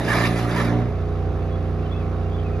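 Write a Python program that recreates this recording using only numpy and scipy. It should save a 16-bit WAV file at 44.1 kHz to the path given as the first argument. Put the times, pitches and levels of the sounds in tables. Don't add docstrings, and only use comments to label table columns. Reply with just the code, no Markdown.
import sys
import numpy as np
from scipy import signal
from scipy.fft import rfft, irfft, next_fast_len
from scipy.io import wavfile
from scipy.ndimage import uniform_filter1d

SR = 44100
rng = np.random.default_rng(int(sys.argv[2]) if len(sys.argv) > 2 else 0)


def gain_from_db(level_db):
    decades = np.asarray(level_db, float) / 20
    return 10 ** decades


def generate_wav(signal):
    frames = np.transpose(np.atleast_2d(signal))
    scaled = np.clip(frames, -1, 1) * 32767
    pcm = np.round(scaled).astype(np.int16)
    wavfile.write(sys.argv[1], SR, pcm)


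N = 114660
T = np.arange(N) / SR

# time in seconds, load from 0 to 1, strain in dB.
MOTOR = [
    (0, 0.95, -4.5),
    (.14, 0.89, -1),
    (.3, 0.83, 1.5),
    (.45, 0.9, -0.5),
    (.68, 0.96, 0.5),
    (.79, 0.85, 1.5),
    (.86, 0.63, -0.5),
    (.95, 0.22, -7),
    (1.05, 0.06, -11.5),
]
# time in seconds, pressure in dB, brightness in dB per octave.
PRESS = [
    (0, -6, -0.5),
    (.3, -5.5, 0.2),
    (.5, -6.5, -0.5),
    (.66, -4.5, -1.3),
    (.74, -3.5, -4),
    (.87, -7, -4.5),
]


def evened(x):
    return x / np.sqrt(np.mean(x ** 2) + 1e-20)


def column(table, at, index=1, log=False):
    rows = np.array(table, float)
    if log:
        return np.interp(np.log(at + 1), np.log(rows[:, 0] + 1), rows[:, index])
    return np.interp(at, rows[:, 0], rows[:, index])


def wander(top_hz):
    hz = np.geomspace(0.5, top_hz, 16)[:, None]
    t = T[::64]
    waves = np.sin(2 * np.pi * (hz * t + rng.random((16, 1)))) / hz ** 0.17
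    return np.interp(T, t, evened(waves.sum(0)))


def noise(field_db):
    hz = np.fft.rfftfreq(1024, 1 / SR)[:, None]
    t = np.arange(N // 256 + 5) * 256 / SR
    a, b, p = rng.standard_normal((len(t), 513, 3)).T
    patches = evened(uniform_filter1d(uniform_filter1d(p, size=9, axis=0), size=7, axis=1))
    flat = a + 1j * b
    white = np.std(signal.istft(flat, nperseg=1024, noverlap=768)[1])
    x = signal.istft(flat * gain_from_db(field_db(hz, t, patches)), nperseg=1024, noverlap=768)[1]
    return x[:N] / white * np.sqrt(SR / 2)


def lift(peaks, hz, shares):
    return sum(share * db / (1 + (2 * (hz - f) / width) ** 2)
               for (f, width, db), share in zip(peaks, shares))


def hum(partials, turns, level_db, strain_db, wander_db, slip, smear, lag, held, held_lag, scramble_above):
    shared = wander(14.0)
    total = np.zeros(N)
    for k, db in partials:
        strain = strain_db * (min(k, 8) / 5 if k <= 10 else 0.5)
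        level = level_db + db + strain + wander_db * np.sqrt(k) * wander(12.0)
        delay = lag + held_lag * (k in held) + smear * k * k
        walls = (k > scramble_above) * rng.normal() * k / 5
        waver = slip * (k * shared / 2 + max(np.sqrt(k), k / 2 - 3) * wander(13.0))
        total += np.sqrt(2) * gain_from_db(level) * np.cos(2 * np.pi * k * turns - delay + walls + waver)
    return total


def loaded_drone(turns):
    # shaft multiple, level in dB.
    loaded = [(1, -31), (2, -6.5), (3, -17), (4, 2), (5, -30), (6, -4), (7, -21), (8, -5), (9, -33.5),
              (10, -7.5), (11, -11), (12, -13.5), (13, -14.5), (14, -10), (15, -34), (16, -25.5),
              (17, -22.5), (18, -17.5), (19, -15), (20, -16.5), (21, -21.5), (22, -18), (23, -17),
              (24, -25), (25, -13.5), (26, -20.5), (27, -39.5), (28, -43), (29, -49.5), (30, -53)]
    behind_turns = 0.183
    return hum(loaded, turns - behind_turns, level_db=-26, strain_db=column(MOTOR, T, index=2),
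               wander_db=0.7, slip=0.085, smear=-0.04, lag=-0.65,
               held=(2, 8, 12, 14), held_lag=1.1, scramble_above=14)


def free_drone(turns):
    # shaft multiple, level in dB.
    free = [(1, -14), (2, -2), (3, 2), (4, -11.5), (5, -6), (6, -9.5), (7, -36), (8, -12.5), (9, -47),
            (10, -13.5), (11, -19), (12, -17.5), (13, -14), (14, -10), (15, -25.5), (16, -21), (17, -15.5),
            (18, -19), (19, -22.5), (20, -32.5), (21, -26.5), (22, -20.5), (23, -19.5), (24, -19.5),
            (25, -31), (26, -17.5), (27, -40), (28, -30), (29, -48), (30, -40.5)]
    # shaft multiple, level in dB.
    whine = [(34, -36), (36, -36.5), (37, -24.5), (38, -46), (40, -28.5), (42, -35), (44, -28.5), (52, -42)]
    return hum(free + whine, turns, level_db=-28, strain_db=0,
               wander_db=0.3, slip=0.025, smear=0.26, lag=2.1,
               held=(1, 4), held_lag=1.6, scramble_above=10)


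def belt_flap(turns):
    phase, width_hz = 2 * np.pi * 2.52 * turns, 3.8
    return gain_from_db(-39.5) * (wander(width_hz) * np.cos(phase) + wander(width_hz) * np.sin(phase))


def fan_air(turns):
    # frequency in Hz, level in dB per Hz.
    air = [(35, -78.5), (70, -56.5), (400, -69.5), (800, -77), (1500, -79.5), (2500, -84.5), (5300, -98),
           (15500, -114)]
    # frequency in Hz, width in Hz, lift in dB.
    housing = [(386, 13, 7.5), (680, 130, 4), (1160, 350, 5.5), (1343, 170, 2), (3800, 480, 2),
               (4740, 140, 4)]

    def field(hz, t, patches):
        return column(air, hz, log=True) + lift(housing, hz, np.ones(len(housing))) + 0.59 * patches

    beats = np.cos(4 * np.pi * turns) + 0.24 * np.cos(6 * np.pi * turns + 4.5) + 0.5 * np.cos(2 * np.pi * turns)
    return noise(field) * (1 + 0.15 * beats)


def machine(turns, load):
    free = free_drone(turns) + belt_flap(turns)
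    return (1 - load ** 1.25) * free + load * loaded_drone(turns) + fan_air(turns)


def pressure(t):
    # start in seconds, hold in seconds, extra pressure in dB.
    strokes = [
        (0.079, 0.19, 7),
        (0.276, 0.018, 2),
        (0.36, 0.038, 4),
        (0.485, 0.053, 2.5),
        (0.56, 0.031, 5),
        (0.601, 0.0071, 5),
        (0.646, 0.0083, 3),
    ]
    push_s, ease_s = 0.006, 0.029
    total = column(PRESS, t)
    for start, hold, db in strokes:
        bite = np.clip((t - start) / push_s, 0, 1)
        ease = np.clip(1 - (t - start - hold) / ease_s, 0, 1)
        total = total + db * bite * ease
    return total


def scrape(turns, load):
    # frequency in Hz, level in dB per Hz.
    grit = [(45, -76.5), (150, -58), (700, -59.5), (2300, -66.5), (3000, -72), (6300, -79), (10700, -82),
            (15500, -103)]
    # frequency in Hz, width in Hz, lift in dB.
    wood = [(989, 30, 4.5), (1200, 72, 8), (1351, 45, 5.5), (1770, 214, 9.5), (2040, 60, 6),
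            (2337, 70, 6.5), (2700, 76, 2), (3450, 80, 5), (3780, 110, 7.5), (4050, 90, 6), (4500, 110, 6),
            (5050, 90, 6), (10800, 710, 1)]
    slide = [1., -1.1, 1., -.9, 2., -1., -0.41, 2., -1., .3, .7, 0., 0]

    def field(hz, t, patches):
        press = pressure(t)
        follows = 0.18 + (1 - 0.18) / (1 + (570.0 / (hz + 1)) ** 4)
        shares = [np.maximum(1 + drift * (np.minimum(t, 0.8) - 0.4) + 0.2 * np.interp(t, T, wander(8.0)), 0)
                  for drift in slide]
        ring = lift(wood, hz, shares) * np.clip(1 + 0.45 * press / 10, 0, 2)
        tilt = column(PRESS, t, index=2) * np.log2(np.maximum(hz / 1070.0, 1))
        return column(grit, hz, log=True) + follows * press + ring + tilt + 2.5 * patches

    drum = np.cos(8 * np.pi * turns) + 1.43 * np.cos(4 * np.pi * turns)
    depth = 0.11 * gain_from_db(0.4 * pressure(T) - 3.5)
    chatter = 1 + depth * drum + 0.16 * wander(160.0)
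    return noise(field) * chatter * load


def catches():
    # time in seconds, level in dB, ring frequency in Hz.
    ticks = [(0.0842, -38.5, 1680), (0.1072, -26.5, 1780), (0.146, -42, 1820), (.1935, -40.5, 1700),
             (0.213, -38, 1270), (.245, -38.5, 2270), (0.26, -35, 1780), (0.3605, -39.5, 2600),
             (0.383, -46, 1270), (.4938, -49, 4000), (.5202, -40, 1900), (0.5607, -35.5, 1720),
             (0.561, -44.5, 4620), (0.578, -27, 1800), (.5891, -51, 1370), (0.598, -34.5, 1790),
             (.618, -42, 4000), (.647, -42.5, 4550), (.7183, -51.5, 1990), (.9782, -60, 1880),
             (1.013, -48, 810)]
    t60_s, crack_s = 0.035, 0.003
    x = np.zeros(N)
    t = T[:900]
    for start, db, hz in ticks:
        ring = np.sqrt(2) * gain_from_db(-60 * t / t60_s) * np.sin(2 * np.pi * hz * t)
        crack = 0.4 * np.exp(-t / crack_s) * rng.standard_normal(900)
        x[round(start * SR):][:900] += gain_from_db(db) * (ring + crack)
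    return x


def birds():
    # start in seconds, length in seconds, first and last frequency in Hz, level in dB.
    whistles = [(1.415, 0.026, 2500, 2800, -56), (1.496, .075, 3390, 3374, -55),
                (1.823, 0.035, 2700, 2768, -53), (1.845, .04, 3190, 2850, -51),
                (1.898, 0.027, 3150, 3440, -57), (1.91, 0.033, 3465, 3430, -47),
                (1.947, .04, 3350, 3450, -52.5), (1.988, 0.044, 3330, 3300, -60),
                (1.927, 0.053, 2470, 2670, -49), (1.994, 0.037, 2750, 2270, -49.5),
                (2.031, 0.033, 2300, 2190, -54), (2.25, 0.022, 2750, 2820, -53),
                (2.315, .03, 3160, 3390, -53.5), (2.333, .035, 3460, 3440, -52),
                (2.363, .05, 3416, 3360, -55), (2.377, 0.032, 2960, 3310, -50),
                (2.433, .07, 2690, 2390, -50), (2.522, .04, 2630, 2370, -50)]
    x = np.zeros(N)
    for start, length, from_hz, to_hz, db in whistles:
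        u = np.clip((T - start) / length, 0, 1)
        hz = from_hz + (to_hz - from_hz) * u + 15 * wander(40.0)
        swell = np.sin(np.pi * u) ** 0.88
        x += np.sqrt(2) * gain_from_db(db) * swell * np.sin(2 * np.pi * np.cumsum(hz) / SR)
    return x + 0.24 * np.roll(x, 700) + 0.27 * np.roll(x, 1500)


def shed(x):
    t60_s = 0.09
    tail = rng.standard_normal(9000) * gain_from_db(-60 * T[:9000] / t60_s)
    return signal.oaconvolve(x, tail / np.linalg.norm(tail))[:N]


def scene():
    # time in seconds, turns per second.
    speed = [(0.0, 29.3), (0.16, 29.1), (0.29, 29.2), (0.48, 29.0), (0.57, 29.0), (0.71, 29.3), (0.8, 29.7),
             (0.88, 29.9), (1.06, 29.7), (1.36, 29.8), (2.53, 29.8), (2.6, 29.9)]
    turns = np.cumsum(column(speed, T)) / SR
    load = np.clip(column(MOTOR, T), 0, 1)
    x = machine(turns, load) + scrape(turns, load) + catches() + birds()
    return np.array([x, shed(x)])


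def roll_off(x):
    return signal.sosfilt(signal.butter(12, 15750, fs=SR, output="sos"), x)


def record(dry):
    # frequency in Hz, radians the left leads, left-right level in dB, likeness from 0 to 1.
    ports = [(60, 0, -2.9, .9995), (500, -.05, -2.8, .95), (1600, 0, -3, .82), (3000, 1., 1.5, .55),
             (5100, .7, 4.5, .55), (8300, -np.pi, 0, .5), (11400, -2 * np.pi, 0, .6),
             (12000, -2 * np.pi, 0, .6), (14800, -3 * np.pi, 0, .5)]
    edge_hz, low_cut_hz = 15750, 18
    size = next_fast_len(N + 8192)
    hz = np.fft.rfftfreq(size, 1 / SR)
    near, scatter = rfft(np.pad(dry, ((0, 0), (2048, 2048)), "reflect"), size, axis=1)
    high = np.clip((hz - 5300) / 1500, 0, 1)
    phase = column(ports, hz, log=True)
    phase = phase - high * np.sin(2 * phase) / 2
    same = 1 - (1 - column(ports, hz, index=3, log=True)) * (1 - high * np.cos(phase) ** 4)
    turn = np.exp(0.5j * phase) * gain_from_db((1 - high) * column(ports, hz, index=2, log=True) / 2)
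    common = np.sqrt((1 + same) / 2) * near
    apart = np.sqrt(abs(1 - same) / 2) * scatter
    band = (hz < edge_hz) / (1 + (low_cut_hz / (hz + 1)) ** 4)
    pair = np.array([(common + apart) * turn, (common - apart) / turn]) * band
    return roll_off(irfft(pair, size, axis=1)[:, 2048:N + 2048])


dry = scene()
out = record(dry)
generate_wav(out)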